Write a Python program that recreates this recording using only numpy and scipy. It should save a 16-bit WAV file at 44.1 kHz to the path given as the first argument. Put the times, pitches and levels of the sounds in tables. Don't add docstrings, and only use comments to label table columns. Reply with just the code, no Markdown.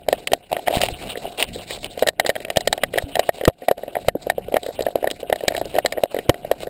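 import sys
import numpy as np
from scipy import signal
from scipy.fft import rfft, irfft, next_fast_len
from scipy.io import wavfile
from scipy.ndimage import map_coordinates

SR = 44100
rng = np.random.default_rng(int(sys.argv[2]) if len(sys.argv) > 2 else 0)


def wrap_up_sound(samples):
    columns = np.atleast_2d(samples).T
    tamed = np.clip(columns, -1, 1)
    steps = np.round(tamed * 32767).astype(np.int16)
    wavfile.write(sys.argv[1], SR, steps)


N = 295029
HIT = 4096

# t/s, knock level/dB, knock f/Hz, clack level/dB, click level/dB, ping level/dB
MOUNT_BLOWS = [(0.0854, -12.5, 597, -28, -29.5, -29), (0.1276, -10.5, 580, -24.5, -26.5, -29),
               (0.2725, -31.5, 555, -25.5, -21.5, -27.5), (0.318, -22.5, 463, -31.5, -32, -43),
               (0.3333, -8.5, 670, -21, -15, -23), (0.5164, -21.5, 716, -45, -37, -46),
               (0.528, -13.5, 633, -42, -28.5, -32.5), (.566, -21.5, 630, -28, -34, -44),
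               (0.5922, -29, 755, -52, -42, -59), (0.6736, -26, 730, -25.5, -31, -49),
               (.6808, -13.5, 690, -24.5, -28, -33), (0.7077, -20, 575, -39, -40, -47),
               (0.7263, -22, 680, -37, -35, -49), (.7364, -20, 720, -50, -49, -54),
               (.7528, -21, 664, -46, -47, -49), (.7783, -31, 716, -33, -35, -46),
               (.8148, -24, 680, -25, -20.5, -23), (.8344, -16, 660, -30, -19.5, -46),
               (.8852, -25.5, 760, -35, -28.5, -38), (1.1554, -27, 535, -33, -62, -65),
               (1.173, -26.5, 456, -40, -48, -45), (1.2526, -26.5, 724, -62, -51, -50),
               (1.4253, -37, 704, -45, -13.5, -25.5), (1.558, -26.5, 485, -50, -51, -61),
               (1.7067, -34.5, 500, -33.5, -30.5, -37), (1.844, -36, 635, -47, -26, -40),
               (1.975, -23.5, 505, -47, -44, -45), (1.9926, -51, 570, -44, -33, -35),
               (2.0239, -8.5, 560, -48, -30, -32), (2.0306, -16.5, 640, -29, -33, -38),
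               (2.066, -22, 630, -29, -46, -49), (2.0719, -20, 580, -22, -26, -22.5),
               (2.086, -15.5, 610, -17.5, -21, -18), (2.1969, -13, 690, -12.5, -24, -19),
               (2.2479, -22.5, 560, -33, -43, -49), (2.2627, -25, 736, -25, -43, -21.5),
               (2.2922, -13, 590, -24, -36, -27), (2.3, -25, 610, -23, -27, -30.5),
               (2.354, -29.5, 637, -33, -37, -41), (2.3619, -24, 617, -29.5, -34.5, -50),
               (2.4021, -35, 567, -43, -41, -43), (2.4488, -33, 618, -36, -30, -42),
               (2.4829, -31, 590, -42, -47, -57), (2.5015, -21.5, 653, -27, -26.5, -32),
               (2.56, -25, 630, -32, -28, -42), (2.5702, -8.5, 624, -22, -15.5, -16.5),
               (2.6072, -30, 704, -34.5, -56, -28.5), (2.674, -12.5, 587, -21.5, -22.5, -20),
               (2.7275, -16.5, 750, -20.5, -25, -16.5), (2.7771, -24.5, 660, -38, -37, -43),
               (2.8345, -15.5, 600, -16.5, -22, -28), (2.938, -21.5, 510, -30, -39, -43),
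               (2.9578, -21.5, 477, -45, -39, -60), (2.9762, -15, 620, -31, -32, -33.5),
               (2.9833, -20.5, 637, -16, -26.5, -29.5), (3.1545, -21, 684, -26, -25.5, -28.5),
               (3.1674, -19, 690, -32, -45, -52), (3.1932, -9, 631, -23.5, -23, -21.5),
               (3.2909, -11, 646, -21.5, -43, -36), (3.4113, -22, 584, -33, -38, -54),
               (3.436, -22, 470, -41, -40, -52), (3.4524, -27, 590, -21, -26, -23),
               (3.4783, -4, 551, -29, -25, -26.5), (3.4845, -13.5, 540, -49, -34, -42),
               (3.62, -32.5, 520, -47.5, -67, -67), (3.684, -9.5, 685, -19.5, -23, -37),
               (3.7118, -9, 560, -29, -34, -34.5), (3.7786, -29, 606, -50, -48, -49),
               (3.8336, -24.5, 596, -44, -64, -62), (3.879, -27, 610, -48, -44.5, -54),
               (3.9532, -22.5, 676, -28, -45, -52), (3.9666, -17.5, 660, -38, -46, -66),
               (4.0838, -7.5, 590, -17, -20, -26.5), (4.152, -17.5, 509, -62, -57, -72),
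               (4.2684, -20.5, 505, -56, -47, -53), (4.299, -15, 708, -15, -28, -24.5),
               (4.381, -17.5, 517, -57, -46, -66), (4.4833, -23.5, 520, -63, -48, -60),
               (4.5222, -24.5, 634, -48, -44, -51), (4.5413, -13, 537, -33.5, -27.5, -52),
               (4.5583, -20, 630, -34, -47, -59), (4.5665, -11.5, 640, -22, -30, -34),
               (4.6312, -31.5, 417, -52, -40, -35), (4.663, -23, 555, -35, -42, -38),
               (4.6883, -23.5, 540, -48, -59, -65), (4.791, -19, 590, -41, -46, -44),
               (4.807, -19.5, 476, -39, -36, -38.5), (4.8222, -31, 630, -56, -53, -32.5),
               (4.8653, -15, 595, -30, -39, -58), (4.8845, -23.5, 605, -52, -61, -64),
               (4.9557, -12.5, 566, -49, -36, -38), (5.0272, -23, 530, -41, -48, -58),
               (5.0424, -15, 640, -32.5, -43, -46), (5.0727, -16.5, 560, -22.5, -38, -36),
               (5.102, -37, 573, -40, -33, -35.5), (5.1117, -28, 433, -35, -30.5, -28),
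               (5.2294, -24, 510, -65, -44, -62), (5.2984, -18, 510, -38, -37, -43),
               (5.3263, -11, 660, -22.5, -27.5, -33), (5.3583, -28.5, 630, -38, -46, -37),
               (5.4064, -28, 625, -40.5, -42, -48), (5.4356, -21, 507, -58, -49, -47),
               (5.4807, -16, 606, -19, -22, -16), (5.5072, -25, 624, -46, -53, -57),
               (5.5206, -24, 630, -36, -45, -51), (5.5484, -24, 574, -26.5, -47, -41),
               (5.5658, -38, 665, -40, -30, -32), (5.578, -24, 654, -39, -37, -35.5),
               (5.6132, -18, 647, -39.5, -46, -44), (5.6546, -30, 526, -62, -50, -38.5),
               (5.7414, -25.5, 520, -43, -49, -46), (5.752, -19.5, 590, -36, -43, -39),
               (5.7625, -19, 505, -37, -32.5, -53), (5.7848, -10, 670, -23.5, -26, -32),
               (5.8488, -15, 580, -38, -38, -47), (5.8597, -21.5, 660, -17, -26, -18),
               (5.9231, -25, 585, -27, -38, -30), (5.974, -22, 570, -35.5, -47, -64),
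               (5.9808, -21.5, 570, -38, -45, -67), (6.0357, -9, 603, -45, -26.5, -30),
               (6.1445, -19, 555, -38, -47, -46), (6.165, -22, 490, -35.5, -49, -44),
               (6.1878, -20, 456, -30, -33, -41), (6.294, -2, 528, -18.5, -14.5, -19),
               (6.3422, -28.5, 630, -37, -44, -48), (6.4476, -25.5, 596, -47, -58, -49),
               (6.5137, -8.5, 563, -30, -27, -33), (6.6318, -24, 572, -46, -55, -41),
               (6.67, -26.5, 497, -43.5, -57, -51)]
# f/Hz, width/Hz, level/dB
CLACK_MODES = [(1230, 670, -10), (1871, 196, 8), (2240, 420, -5)]
CLICK_MODES = [(2657, 1230, -3.5), (2947, 614, 3), (3288, 400, -6.5)]
PING_MODES = [(3870, 330, 3.5), (4290, 430, 0), (4810, 500, -2.5)]
# f/Hz, level/dB
RUB_SPECTRUM = [(100, -45), (250, -1), (400, 3.5), (520, 1.5), (700, 2.5), (830, -6.5), (1050, -56),
                (1500, -11), (3000, -71)]


def amp(db):
    return 10 ** (np.asarray(db) / 20)


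def unit(x):
    return x / np.sqrt(np.mean(x ** 2) + 1e-20)


def unit_hit(x):
    return x / np.sqrt(np.sum(x ** 2) / (SR / 100) + 1e-20)


def add(track, s, sound):
    start = max(round(s * SR), 0)
    part = track[start:start + len(sound)]
    part += sound[:len(part)]


def curve(rows):
    return np.interp(np.arange(N) / SR, *np.transpose(rows))


def wobble(rate):
    return map_coordinates(rng.standard_normal(int(N * rate / SR) + 4), [np.arange(N) * rate / SR])


def grains(rate, spread_db):
    return (rng.random(N) < rate / SR) * rng.standard_normal(N) * amp(spread_db * rng.standard_normal(N))


def filtered(x, response):
    size = x.shape[-1]
    padded = next_fast_len(size + HIT)
    return irfft(rfft(x, padded) * response(np.fft.rfftfreq(padded, 1 / SR)), padded)[..., :size]


def coloured(x, points):
    f, db = np.transpose(points)
    return filtered(x, lambda hz: amp(np.interp(np.log(hz + 1), np.log(f), db, right=-120)))


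def resonate(x, modes):
    return filtered(x, lambda f: sum(
        (-1) ** k * amp(db) * 1j * f * width / (hz * hz - f * f + 1j * f * width)
        for k, (hz, width, db) in enumerate(modes)))


def footing(edge_s=0.011):
    # start t/s, end t/s, level/dB
    lulls = [(-.02, 0.077, -0.5), (0.34, 0.496, -6), (2.112, 2.171, -11), (3.3, 3.33, -22),
             (3.49, 3.582, -13), (3.725, 3.768, -14), (4.097, 4.165, -13), (4.32, 4.35, -2),
             (4.573, 4.625, -6.5), (5.117, 5.207, -2.5), (6.054, 6.104, -8), (6.293, 6.35, -5)]
    t = np.arange(N) / SR
    return amp(sum(db * np.clip(np.minimum(t - start, end - t) / edge_s + 0.5, 0, 1)
                   for start, end, db in lulls))


def body_sway(gain_db=2):
    # t/s, level/dB
    sway_levels = [(0.0, -50), (0.54, -55), (0.89, -39.5), (1.06, -48), (1.75, -49), (1.86, -48),
                   (2.27, -54.5), (3.0, -43.5), (3.63, -65.5), (4.08, -47), (4.71, -49), (5.4, -53),
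                   (5.66, -45), (6.0, -57), (6.41, -53), (6.69, -45)]
    # f/Hz, level/dB
    sway_spectrum = [(10, -42), (25, 2), (50, -0.5), (100, -2.5), (180, -0.5), (350, -12), (800, -49)]
    level = amp(curve(sway_levels) + gain_db + 3.5 * wobble(13)) * footing() ** 0.4
    return level * unit(coloured(rng.standard_normal(N), sway_spectrum))


def strap_strain(leaf_level, rest_db=-48.5, pull_db=-27.5, drag_db=-6, tighten_s=0.0035, slacken_s=0.018):
    pull_power, t = np.zeros(N), np.arange(-HIT // 2, HIT) / SR
    pull = np.exp(np.minimum(t / tighten_s, -t / slacken_s))
    for s, knock_db, *_ in MOUNT_BLOWS:
        add(pull_power, s + t[0], (amp(pull_db + 0.31 * knock_db) * pull) ** 2)
    load_power = (pull_power + amp(rest_db) ** 2) * footing() ** 2
    return np.sqrt(load_power + (amp(drag_db) * leaf_level) ** 2)


def straps(leaf_level, rub_db=0.5, hum_db=-7, tap_db=-4, tick_db=-24):
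    slips = unit(grains(rate=230, spread_db=1.5)) + 0.76 * rng.standard_normal(N)
    grip = amp(3 * wobble(45))
    rub = amp(rub_db) * grip * unit(coloured(slips, RUB_SPECTRUM))
    hum = amp(hum_db) * unit(resonate(slips, [(712, 21, 0)]))
    touches = grains(rate=45, spread_db=5)
    taps = amp(tap_db) * unit(resonate(resonate(touches, [(566, 250, 0)]), [(592, 190, 0)]))
    ticks = amp(tick_db) * unit(resonate(touches, CLACK_MODES + CLICK_MODES + PING_MODES))
    return strap_strain(leaf_level) * (rub + hum + taps + ticks)


def leaf_levels(bed_gain_db=0.5):
    # t/s, level/dB
    rustle_bed = [(0.0, -60.5), (0.58, -46.5), (0.71, -40), (1.97, -46), (2.25, -58), (2.44, -49.5),
                  (3.32, -44.5), (3.45, -52), (4.34, -55.5), (4.69, -44.5), (4.99, -53.5), (5.65, -46.5),
                  (5.98, -49.5), (6.69, -50)]
    # start t/s, end t/s, level/dB, crunchy share (0-1)
    sweeps = [(0.086, .25, -44.5, 0.2), (0.523, 0.604, -39.5, 0), (0.729, 0.796, -24, 0.8),
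              (0.801, 0.875, -25, 0.9), (0.986, 1.14, -35.5, 0.18), (1.217, 1.3, -38, 0.34),
              (1.375, 1.445, -25.5, 0.7), (1.546, 1.657, -41.5, 0.03), (1.692, 1.779, -33, 0.3),
              (1.83, 1.869, -32.5, .9), (1.97, 2.04, -39, 0.4), (2.07, 2.1, -30, 0), (2.257, 2.288, -27, 1),
              (3.087, 3.13, -42.5, 0.4), (3.322, 3.423, -43, .7), (3.78, 3.88, -53, .2),
              (3.996, 4.083, -46, 0.07), (4.186, 4.33, -48.5, 0.16), (4.66, 4.766, -63, 1),
              (5.192, 5.221, -39.5, 0.87), (5.41, 5.46, -48, .1), (5.66, 5.79, -42, 0.5),
              (6.11, 6.2, -44, 0.14), (6.597, 6.651, -37, 0.4)]
    t = np.arange(N) / SR
    swish_power = (amp(curve(rustle_bed) + bed_gain_db) * footing()) ** 2
    crunch_power = np.zeros(N)
    for start, end, db, crunchy in sweeps:
        arch = np.clip(4 * (t - start) * (end - t) / (end - start) ** 2, 0, 1)
        power = amp(db) ** 2 * arch
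        swish_power += (1 - crunchy) * power
        crunch_power += crunchy * power
    return np.sqrt(swish_power), np.sqrt(crunch_power)


def leaves(swish_level, crunch_level):
    # f/Hz, width/Hz, level/dB
    leaf_modes = [(630, 270, 4.5), (1780, 210, -13), (2220, 970, -2.5), (2926, 380, 4.5), (3840, 610, 0),
                  (5200, 204, -45)]
    cracks = 0.7 * unit(grains(rate=1400, spread_db=3)) + rng.standard_normal(N)
    voices = sum(amp(5 * wobble(35)) * resonate(cracks, [mode]) * (-1) ** k
                 for k, mode in enumerate(leaf_modes))
    swish = amp(3.5 * wobble(90)) * unit(voices)
    crunch = unit(resonate(grains(rate=900, spread_db=3), leaf_modes))
    return swish_level * swish + crunch_level * crunch


def knocks(soft_swell_s=0.0012, hard_swell_s=0.00085, push_hz=110, arm_hz=310, shiver_t60=0.026):
    out, t = np.zeros(N), np.arange(HIT) / SR
    chance = rng.standard_normal((len(MOUNT_BLOWS), 4))
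    noises = coloured(rng.standard_normal((len(MOUNT_BLOWS), HIT)), RUB_SPECTRUM)
    for (s, db, hz, *_), (stretch, phase, push_phase, flex), noise in zip(MOUNT_BLOWS, chance, noises):
        swell_s = np.interp(db, [-28, -12], [soft_swell_s, hard_swell_s]) * np.exp(0.023 * stretch)
        age = t / swell_s
        swing = unit_hit(age ** 2.15 * np.exp(-age) * np.sin(2 * np.pi * hz * t + phase))
        push = unit_hit(age * np.exp(-age / 1.02) * np.sin(2 * np.pi * push_hz * t + push_phase))
        bend = amp(2 * flex) * (600 / hz) ** 3
        arm = bend * unit_hit(age * np.exp(-age / 2.48) * np.sin(2 * np.pi * arm_hz * t))
        shiver = unit_hit(noise * amp(-60 * t / shiver_t60) * (1 - np.exp(-t / 0.01)))
        slide = unit_hit(noise * np.exp(-t[::-1] / 0.0023))[HIT // 2:]
        add(out, s - len(slide) / SR, amp(db - 28) * slide)
        add(out, s, amp(db) * (swing + amp(-21) * (push + arm + shiver)))
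    return out


def clicks(burst_t60=0.018, chatter_db=-24, chatter_t60=0.025, scuff_db=-27, scuff_s=0.002):
    out, t = np.zeros(N), np.arange(-HIT // 4, HIT // 2) / SR
    after = np.maximum(t, 0)
    burst = amp(-60 * after / burst_t60)
    chatter = amp(chatter_db - 60 * after / chatter_t60)
    scuff = amp(scuff_db) * np.exp(-np.abs(t) / scuff_s)
    noise = rng.standard_normal((len(MOUNT_BLOWS), len(t)))
    force = noise * np.abs(noise) * ((burst + chatter) * (t > 0) + scuff)
    force[:, np.searchsorted(t, 0.0006)] += 5
    registers = [resonate(force, modes) for modes in (CLACK_MODES, CLICK_MODES, PING_MODES)]
    for (s, _, _, *levels), *rings in zip(MOUNT_BLOWS, *registers):
        add(out, s + t[0], sum(amp(db) * unit_hit(ring) for db, ring in zip(levels, rings)))
    return out


def housing_ring():
    # f/Hz, level/dB, t60/s
    ring_modes = [(710, -21.5, 0.11), (1826, -6, 0.039)]
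    out, t = np.zeros(N), np.arange(2 * HIT) / SR
    chance = rng.standard_normal((len(MOUNT_BLOWS), len(ring_modes), 2))
    for (s, knock_db, _, clack_db, *_), draws in zip(MOUNT_BLOWS, chance):
        for drive_db, (hz, db, t60), (strength, detune) in zip((knock_db, clack_db), ring_modes, draws):
            ring = np.sin(2 * np.pi * hz * (1 + 0.0097 * detune) * t) * amp(-60 * t / t60)
            add(out, s, amp(drive_db + db + 2.6 * strength) * ring)
    return out


def rattle(earliest_s=0.0059, latest_s=0.026, click_db=-19):
    touches = np.zeros(N)
    for (s, knock_db, *_), (flight, size) in zip(MOUNT_BLOWS, rng.random((len(MOUNT_BLOWS), 2))):
        delay_s = earliest_s + flight * (latest_s - earliest_s)
        add(touches, s + delay_s, np.array([size * amp(-27 + 0.33 * knock_db)]))
    impulse = signal.unit_impulse(HIT)
    knock = unit_hit(resonate(resonate(impulse, [(580, 230, 0)]), [(614, 230, 0)]))
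    click = unit_hit(resonate(impulse, CLACK_MODES + CLICK_MODES + PING_MODES))
    return signal.fftconvolve(touches, knock + amp(click_db) * click)[:N]


def thumps_and_twang():
    # t/s, level/dB, f/Hz, swell/s
    low_hits = [(0.771, -18, 152, 0.00054), (0.923, -27.5, 70, 0.0023), (2.571, -17.5, 121, 0.0012),
                (3.038, -23, 69.6, 0.0028), (3.049, -30.5, 281, 0.021), (3.477, -2, 342, 0.0011),
                (3.480, -9, 102, 0.0023), (4.084, -18.5, 109, 0.0013), (4.153, -23, 303, 0.0033),
                (5.48, -24.5, 117.8, 0.00047), (6.292, -8.5, 119.4, 0.0026), (6.291, -25, 50.3, .005),
                (6.2959, -7.5, 381, 0.0011)]
    out, t = np.zeros(N), np.arange(HIT) / SR
    for s, db, hz, swell_s in low_hits:
        add(out, s, -amp(db) * unit_hit(t * np.exp(-t / swell_s) * np.sin(2 * np.pi * hz * t)))
    return out


def scene():
    swish_level, crunch_level = leaf_levels()
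    impacts = knocks() + clicks() + housing_ring() + rattle() + thumps_and_twang()
    harness = body_sway() + straps(np.hypot(swish_level, crunch_level))
    return (impacts + harness + leaves(swish_level, crunch_level))[None]


def record(dry, edge_hz=5900, ceiling=0.71, top_hz=15700):
    narrow = filtered(dry, lambda hz: 1 / np.sqrt(1 + (hz / edge_hz) ** 20))
    samples = signal.resample_poly(narrow, 12000, SR, axis=1)
    clipped = samples / (1 + np.abs(samples / ceiling) ** 12) ** (1 / 12)
    held = np.repeat(clipped, 4, axis=1)
    steps = signal.resample_poly(held, SR, 48000, axis=1)[:, :N]
    return filtered(steps, lambda hz: 1 / (1 + (hz / top_hz) ** 100))


dry = scene()
out = record(dry)
wrap_up_sound(out)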